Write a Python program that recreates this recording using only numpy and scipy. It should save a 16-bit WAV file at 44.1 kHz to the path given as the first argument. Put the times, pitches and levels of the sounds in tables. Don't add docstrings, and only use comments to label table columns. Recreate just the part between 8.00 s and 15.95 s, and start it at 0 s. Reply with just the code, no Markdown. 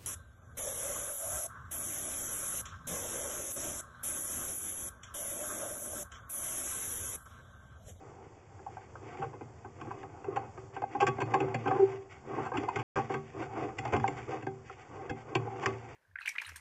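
import sys
import numpy as np
from scipy import signal
from scipy.fft import rfft, irfft
from scipy.io import wavfile
from scipy.ndimage import uniform_filter1d

SR = 44100
rng = np.random.default_rng(int(sys.argv[2]) if len(sys.argv) > 2 else 0)


def dump_mix(stems):
    frames = np.atleast_2d(stems).T
    limited = np.clip(frames, -1, 1)
    pcm = np.round(limited * 32767).astype(np.int16)
    wavfile.write(sys.argv[1], SR, pcm)


N = 350595
TIME = np.arange(N) / SR


def amp(db):
    return 10 ** (np.asarray(db) / 20)


def unit(x):
    return x / np.sqrt(np.mean(x ** 2) + 1e-20)


def read(points, hz):
    f, value = np.transpose(points)
    return np.interp(np.log(hz + 1), np.log(f + 1), value)


def add(mix, s, sound):
    part = mix[max(round(s * SR), 0):][:len(sound)]
    part += sound[:len(part)]


def colour(x, points, size=4096):
    hz = abs(np.fft.fftfreq(size, 1 / SR))
    log_gain = np.log(amp(read(points, hz)))
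    taps = np.fft.ifft(np.exp(np.conj(signal.hilbert(log_gain)))).real
    return signal.oaconvolve(x, taps[:size // 2])[:len(x)]


def wander(size, rate):
    hz = np.fft.rfftfreq(size, 1 / SR)
    spectrum = rfft(rng.standard_normal(size))
    return unit(irfft(spectrum / (1 + (hz / rate) ** 4), size))


# frequency in Hz, relative level in dB.
HUM_COLOUR = [(25, -18), (50, -17.5), (80, -4), (100, 0.5), (130, -5.5), (190, -16.5), (300, -17.5),
              (390, -11), (600, -18.5), (780, -16.5), (1500, -27.5), (2800, -42), (4500, -41), (7300, -34),
              (8700, -56)]


def hum(db=-54.5, waver_db=-1.5):
    noise = unit(colour(rng.standard_normal(N), HUM_COLOUR))
    return amp(db) * noise * amp(waver_db * wander(N, 3.9))


# mode in Hz, level in dB before each spot's own spread,
# time to fall by 60 dB in seconds.
PIPE_MODES = [(84.6, -18.5, 0.97), (114.75, -1.5, 1), (134.3, -1, 0.21), (148, -7, .36), (227.7, 4.5, 0.51),
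              (291.5, -3, 0.23), (328, -6, 0.028), (387.8, -1.5, 0.39), (455.7, -9.5, 0.14),
              (503, -7, 0.11), (721, 6.5, 0.095), (776.5, 12, 0.14), (830.3, 4, 0.13), (1053.4, 11, 0.044),
              (1122, -0.5, 0.2), (1244, 1, 0.12), (1573, 12.5, 0.064), (2085, 0, 0.23), (2533, -0.5, 0.17),
              (3250, -9, 0.27), (3345, 5.5, 0.19), (4450, -2, 0.27), (7220, 5, 0.15)]
# frequency in Hz, time to fall by 60 dB in seconds.
ECHO_DECAY = [(100, 0.094), (400, 0.19), (1000, 0.069), (2500, 0.11), (7000, 0.063)]


def pipe(direct, echo_db, early_db, spread_db, detune, early_s=0.0023):
    t = np.arange(SR // 2) / SR
    hz, db, t60 = np.transpose(PIPE_MODES)[:, :, None]
    spot, shift = rng.standard_normal((2, len(hz), 1))
    sign = rng.choice([-1, 1], hz.shape)
    decay = amp(db + spread_db * spot - 60 * t / t60)
    ring = (sign * decay * np.sin(2 * np.pi * hz * (1 + detune * shift) * t)).sum(0)
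    f, when, z = signal.stft(rng.standard_normal(len(t)), SR, nperseg=256)
    fading = z * amp(-60 * when / read(ECHO_DECAY, f)[:, None])
    echoes = signal.istft(fading, SR, nperseg=256)[1][:len(t)]
    answer = ring + amp(echo_db) * echoes * (1 + amp(early_db) * np.exp(-t / early_s))
    answer[0] += direct
    return answer


def rub(points, grains_per_s, smooth, lumpy_db, lump_rate, swings_per_s=3):
    catches = rng.standard_normal(N) * (rng.random(N) < grains_per_s / SR)
    steady = smooth * rng.standard_normal(N)
    force = (unit(catches) + steady) * amp(lumpy_db * wander(N, lump_rate))
    turn, out = np.pi * swings_per_s * TIME, np.zeros(N)
    for share in (np.cos(turn), np.sin(turn)):
        answer = pipe(direct=227, echo_db=20.5, early_db=-3.5, spread_db=2, detune=0.0019)
        out += signal.oaconvolve(force * abs(share), answer)[:N]
    return unit(colour(out, points))


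def speed(start, push, length, coast_s=0.057):
    age = TIME - start
    return np.clip(age / push, 0, 1) * np.exp(-np.maximum(age - length, 0) / coast_s)


# start in seconds, time to reach full speed in seconds,
# time from start to coasting in seconds, drag in dB and grit in dB, both before the layer trims.
ROD_SHOVES = [(0.0, .01, 0.25, -54, -78), (0.667, 0.041, 0.16, -59, -62), (0.974, 0.14, 0.26, -46.5, -57),
              (1.72, 0.084, 0.32, -51, -64.5), (2.05, 0.05, 0.17, -52.5, -70),
              (2.245, 0.047, .18, -43, -65), (2.718, 0.036, 0.035, -44.5, -55),
              (2.883, 0.035, 0.28, -49.5, -59), (3.236, 0.047, 0.27, -40.5, -56.5),
              (3.54, 0.074, 0.4, -46, -55), (4.083, .04, 0.075, -56.5, -56),
              (4.221, .15, 0.22, -36.5, -51.5), (4.532, 0.025, 0.11, -42, -54),
              (4.686, 0.075, 0.17, -43, -54.5), (4.94, 0.033, 0.057, -41, -47.5),
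              (5.082, .04, 0.036, -39, -47.5), (5.24, 0.045, .07, -60, -57), (5.325, 0.09, .1, -38, -51),
              (5.492, 0.091, 0.16, -36.5, -51.5), (5.757, 0.024, 0.37, -45.5, -56.5),
              (6.13, 0.051, 0.075, -44, -50.5), (6.257, 0.039, 0.11, -41.5, -52),
              (6.637, .03, 0.073, -63, -55.5), (6.745, 0.048, 0.092, -53.5, -56.5),
              (6.867, 0.073, 0.2, -45, -62), (7.14, 0.033, 0.048, -50, -55.5),
              (7.232, 0.063, 0.52, -44.5, -61.5), (7.535, 0.08, .16, -40, -50.5),
              (7.749, .05, 0.18, -50, -57.5)]
# frequency in Hz, relative level in dB.
DRAG_COLOUR = [(40, -22.5), (85, -2.5), (135, -0.5), (190, -12), (330, 4.5), (500, 2.5), (610, -10),
               (780, 2), (920, -0.5), (1100, -3.5), (1500, -13.5), (2500, -19.5), (5000, -63)]
# frequency in Hz, relative level in dB.
GRIT_COLOUR = [(300, -18), (1000, -7), (1500, -2), (2100, 1), (2650, -1), (3400, -14), (4600, -17),
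               (7300, -18), (8700, -37)]


def scrape(drag_trim_db=0.54, hiss_trim_db=0.0, crumb_trim_db=-11, grit_power=1.05):
    drag, grit = amp(-62.5), amp(-71)
    for start, push, length, drag_db, grit_db in ROD_SHOVES:
        moving = speed(start, push, length)
        drag = np.maximum(drag, moving * amp(drag_db))
        grit = np.maximum(grit, moving ** grit_power * amp(grit_db))
    body = rub(DRAG_COLOUR, grains_per_s=1200, smooth=0.62, lumpy_db=1, lump_rate=23) * amp(drag_trim_db)
    hiss = rub(GRIT_COLOUR, grains_per_s=3600, smooth=0.53, lumpy_db=2.3, lump_rate=29) * amp(hiss_trim_db)
    crumbs = rub(GRIT_COLOUR, grains_per_s=64, smooth=0, lumpy_db=-1.0, lump_rate=21) * amp(crumb_trim_db)
    return body * drag + (hiss + crumbs) * grit


REGISTER_BORDERS = [260, 600, 1400, 4000]


def register(x, index):
    edges = np.clip([20, *REGISTER_BORDERS, SR / 3], 10, SR / 2 - 1)
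    band = signal.butter(4, edges[index:index + 2], "band", fs=SR, output="sos")
    return signal.sosfilt(band, x)


# start in seconds, strength in dB before the register levels,
# weight behind it in dB, hardness of the contact in dB, rattle time scale in seconds,
# pitch that the struck spot favours in Hz.
ROD_KNOCKS = [(.59, -55, 4, -17, 0.0078, 1600), (.664, -38.5, -17, -24, 0.0011, 805),
              (.769, -42.5, -10, -25, 0.0024, 800), (.954, -46, -14, -27, 0.0018, 830),
              (1.186, -59.5, 17.5, 1, 0.019, 115), (1.217, -34.5, -1.5, -9, 0.019, 770),
              (1.331, -48.5, 4.5, -7, 0.017, 780), (1.409, -47, 4.5, -3, 0.0069, 396),
              (1.645, -46.5, 1, -8, 0.012, 750), (1.812, -46, 1.5, 4.5, .006, 316),
              (1.87, -50.5, 8, -7, 0.0049, 332), (1.907, -38.5, -9, -10, 0.0072, 990),
              (2.031, -45, -0.5, -1.5, 0.0033, 1650), (2.243, -44, 2, -2, 0.0026, 416),
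              (2.36, -34, -3, -0.5, .01, 797), (2.575, -49, 6.5, 1, 0.0057, 296),
              (2.764, -38, -3.5, -5.5, 0.0063, 840), (2.819, -35.5, -2, -8.5, 0.0025, 805),
              (2.839, -53, 2, -19, 0.0014, 790), (2.949, -31.5, -3, -16, 0.0048, 730),
              (3.003, -28, -2.5, 3.5, 0.025, 790), (3.067, -30.5, -4.5, 8, 0.013, 824),
              (3.077, -39, 7, 9.5, 0.0064, 367), (3.183, -38.5, 3.5, -6, 0.003, 412),
              (3.203, -37.5, -4, 5, .007, 1560), (3.214, -32.5, 2, 3, 0.0075, 794),
              (3.338, -23.5, -4, -2, 0.0097, 770), (3.403, -33, 4, 3.5, 0.0068, 790),
              (3.44, -57.5, 21, -15, 0.0021, 393), (3.543, -37.5, 4.5, 10.5, 0.0075, 1606),
              (3.657, -33.5, 3.5, -9, 0.0053, 750), (3.673, -31.5, 0.5, -1, 0.014, 400),
              (3.708, -32.5, 3, -5.5, 0.012, 770), (3.74, -35.5, 3, -14.5, 0.065, 390),
              (4.377, -36.5, 1.5, -13, 0.0067, 414), (4.45, -38.5, -12, -1.5, 0.023, 1200),
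              (4.517, -36, -1, -16, 0.0039, 740), (4.536, -35, 1, -5, 0.021, 760),
              (4.57, -41, 6.5, 13, .011, 307), (4.634, -40.5, -1.5, 0, 0.002, 410),
              (4.686, -29, -12, -8, 0.0063, 890), (4.758, -36, 4, 9, 0.0097, 2010),
              (4.788, -40, 0, 6.5, 0.014, 406), (4.958, -32.5, 1.5, 1, .016, 389),
              (4.974, -32.5, -6, -2.5, 0.027, 777), (5.097, -36, 4.5, -15, .005, 352),
              (5.14, -37, 3, 5.5, 0.0067, 2090), (5.42, -41.5, 3, 2.5, 0.009, 358),
              (5.565, -41, -3, -17, 0.011, 810), (5.784, -40.5, -0.5, 13, 0.0081, 2030),
              (5.852, -34.5, -6, -1.5, 0.004, 766), (5.878, -43, 1.5, 3, 0.0023, 790),
              (5.924, -30, 3.5, 3.5, 0.025, 410), (5.963, -36.5, -6, 3, 0.008, 760),
              (5.998, -44, 3, 5.5, .0055, 1540), (6.041, -24.5, -33, -28.5, 0.0012, 904),
              (6.078, -38, 2, 11.5, 0.0054, 2040), (6.31, -40.5, -7, -13, 0.018, 770),
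              (6.424, -50, 7, 9, 0.0062, 302), (6.467, -38, 5, 1, 0.0036, 342),
              (6.696, -44.5, -4, -13, 0.0029, 1340), (7.095, -42, 6, 10.5, 0.01, 1600),
              (7.352, -31, 3.5, 10, 0.0072, 2560), (7.467, -41, 2, -28, 0.0083, 394),
              (7.625, -36, -5, 1, 0.021, 1800), (7.659, -31.5, -1, 11.5, 0.0056, 1800)]
# level in a plain knock in dB,
# dB per dB of weight, dB per dB of hardness.
REGISTER_TOUCH = [(-9.5, 1.42, 0.42), (-5.5, 1.21, -0.06), (-1.35, 0, 0), (-12, 0, 0.9648),
                  (-29.5, -0.5, 1.29)]
# frequency in Hz, relative level in dB.
CONTACT_COLOUR = [(40, -26.5), (75, -13), (112, -1.5), (150, 1), (198, -21.5), (335, 1), (500, 1),
                  (620, -13), (820, -0.5), (1400, -7), (2600, -1), (3400, -20), (7400, -12), (8700, -37)]


def knocks(first_tap=0.64, rebound=0.44, rebounds_per_s=2800, ping_db=55.0, ping_q=12):
    out, t = np.zeros(N), np.arange(SR // 16) / SR
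    lags = (0.0037, 0, 0, 0, 0)
    fades = (np.inf, np.inf, np.inf, 0.081, 0.061)
    spots = []
    for _ in range(11):
        answer = pipe(direct=115, echo_db=14.5, early_db=8.5, spread_db=3, detune=0.0037)
        spots.append(colour(answer, CONTACT_COLOUR))
    for i, (s, strength_db, weight_db, hard_db, rattle, hz) in enumerate(ROD_KNOCKS):
        age = t / rattle
        swell = 7 * age * np.exp(-2.5 * age)
        hits = rng.standard_normal(len(t)) * (rng.random(len(t)) < rebounds_per_s / SR)
        force = rebound * hits * swell
        force[0] = first_tap
        blow = signal.fftconvolve(force, spots[i % len(spots)])
        ping = signal.lfilter(*signal.iirpeak(hz, ping_q, SR), force)
        add(blow, 0, amp(ping_db + read(CONTACT_COLOUR, hz)) * ping)
        for k, (plain_db, by_weight, by_hardness) in enumerate(REGISTER_TOUCH):
            part = register(blow, index=k) * np.exp(-TIME[:len(blow)] / fades[k])
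            power = uniform_filter1d(part[:SR // 8] ** 2, SR // 50, mode="constant")
            loudest = np.sqrt(power.max())
            level_db = strength_db + plain_db + by_weight * weight_db + by_hardness * hard_db
            add(out, s + lags[k], part * amp(level_db) / loudest)
    return out


# start in seconds,
# length of the push in seconds, centre pitch in Hz, level in dB before the swell and flutter.
ROD_STICK_SLIP = [(2.281, 0.0073, 395, -33), (2.359, 0.018, 783, -28), (2.837, 0.0052, 784, -31),
                  (3.010, 0.024, 811, -24), (3.022, 0.02, 393, -27), (3.336, 0.0092, 769, -26),
                  (3.653, 0.067, 768, -33.5), (3.708, 0.032, 769.6, -28.5), (3.751, 0.016, 377, -28),
                  (3.785, 0.032, 394, -23.5), (3.813, 0.032, 388.6, -18.5), (4.677, 0.014, 773, -28),
                  (4.704, 0.0093, 930, -38.5), (5.78, 0.11, 118, -42.5), (5.934, 0.0077, 392, -32.5),
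                  (5.975, 0.071, 114.6, -34.5), (6.11, 0.032, 121.1, -40)]


def hoots(octave_db=-22, ring_db=-10.5, ring_cycles=190, build_cycles=3.2, waver=0.004, flutter_db=2.5):
    out, t = np.zeros(N), np.arange(SR // 2) / SR
    for s, length, hz, db in ROD_STICK_SLIP:
        push = signal.windows.tukey(int(length * SR), 0.29)
        near = signal.fftconvolve(push, np.exp(-t * hz / build_cycles))[:len(t)]
        ring = signal.fftconvolve(push, amp(-60 * t * hz / ring_cycles))[:len(t)]
        near, ring = near / near.max(), ring / ring.max()
        swell = np.hypot(near * amp(flutter_db * wander(len(t), 50)), amp(ring_db) * ring)
        pitch = hz * (1 + waver * near * wander(len(t), 60))
        phase = 2 * np.pi * np.cumsum(pitch) / SR
        tone = np.sin(phase) + amp(octave_db) * np.sin(2 * phase)
        add(out, s, amp(db) * np.sqrt(2) * swell * tone)
    return out


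def scene():
    return (knocks() + scrape() + hoots() + hum())[None]


# start in seconds, end in seconds.
CUT_OUT = (4.8297, 4.9575)


def record(dry, notch_hz=3990, notch_width_hz=260, notch_db=-24, edge_hz=8850):
    hz = np.fft.rfftfreq(N, 1 / SR)
    dip_db = notch_db * np.exp(-((hz - notch_hz) / notch_width_hz) ** 2)
    dipped = irfft(rfft(dry) * amp(dip_db), N)
    live = (TIME < CUT_OUT[0]) | (TIME > CUT_OUT[1])
    low_pass = signal.firwin(511, edge_hz, window=("kaiser", 9), fs=SR)
    return signal.oaconvolve(dipped * live, low_pass[None], "same")


dry = scene()
out = record(dry)
dump_mix(out)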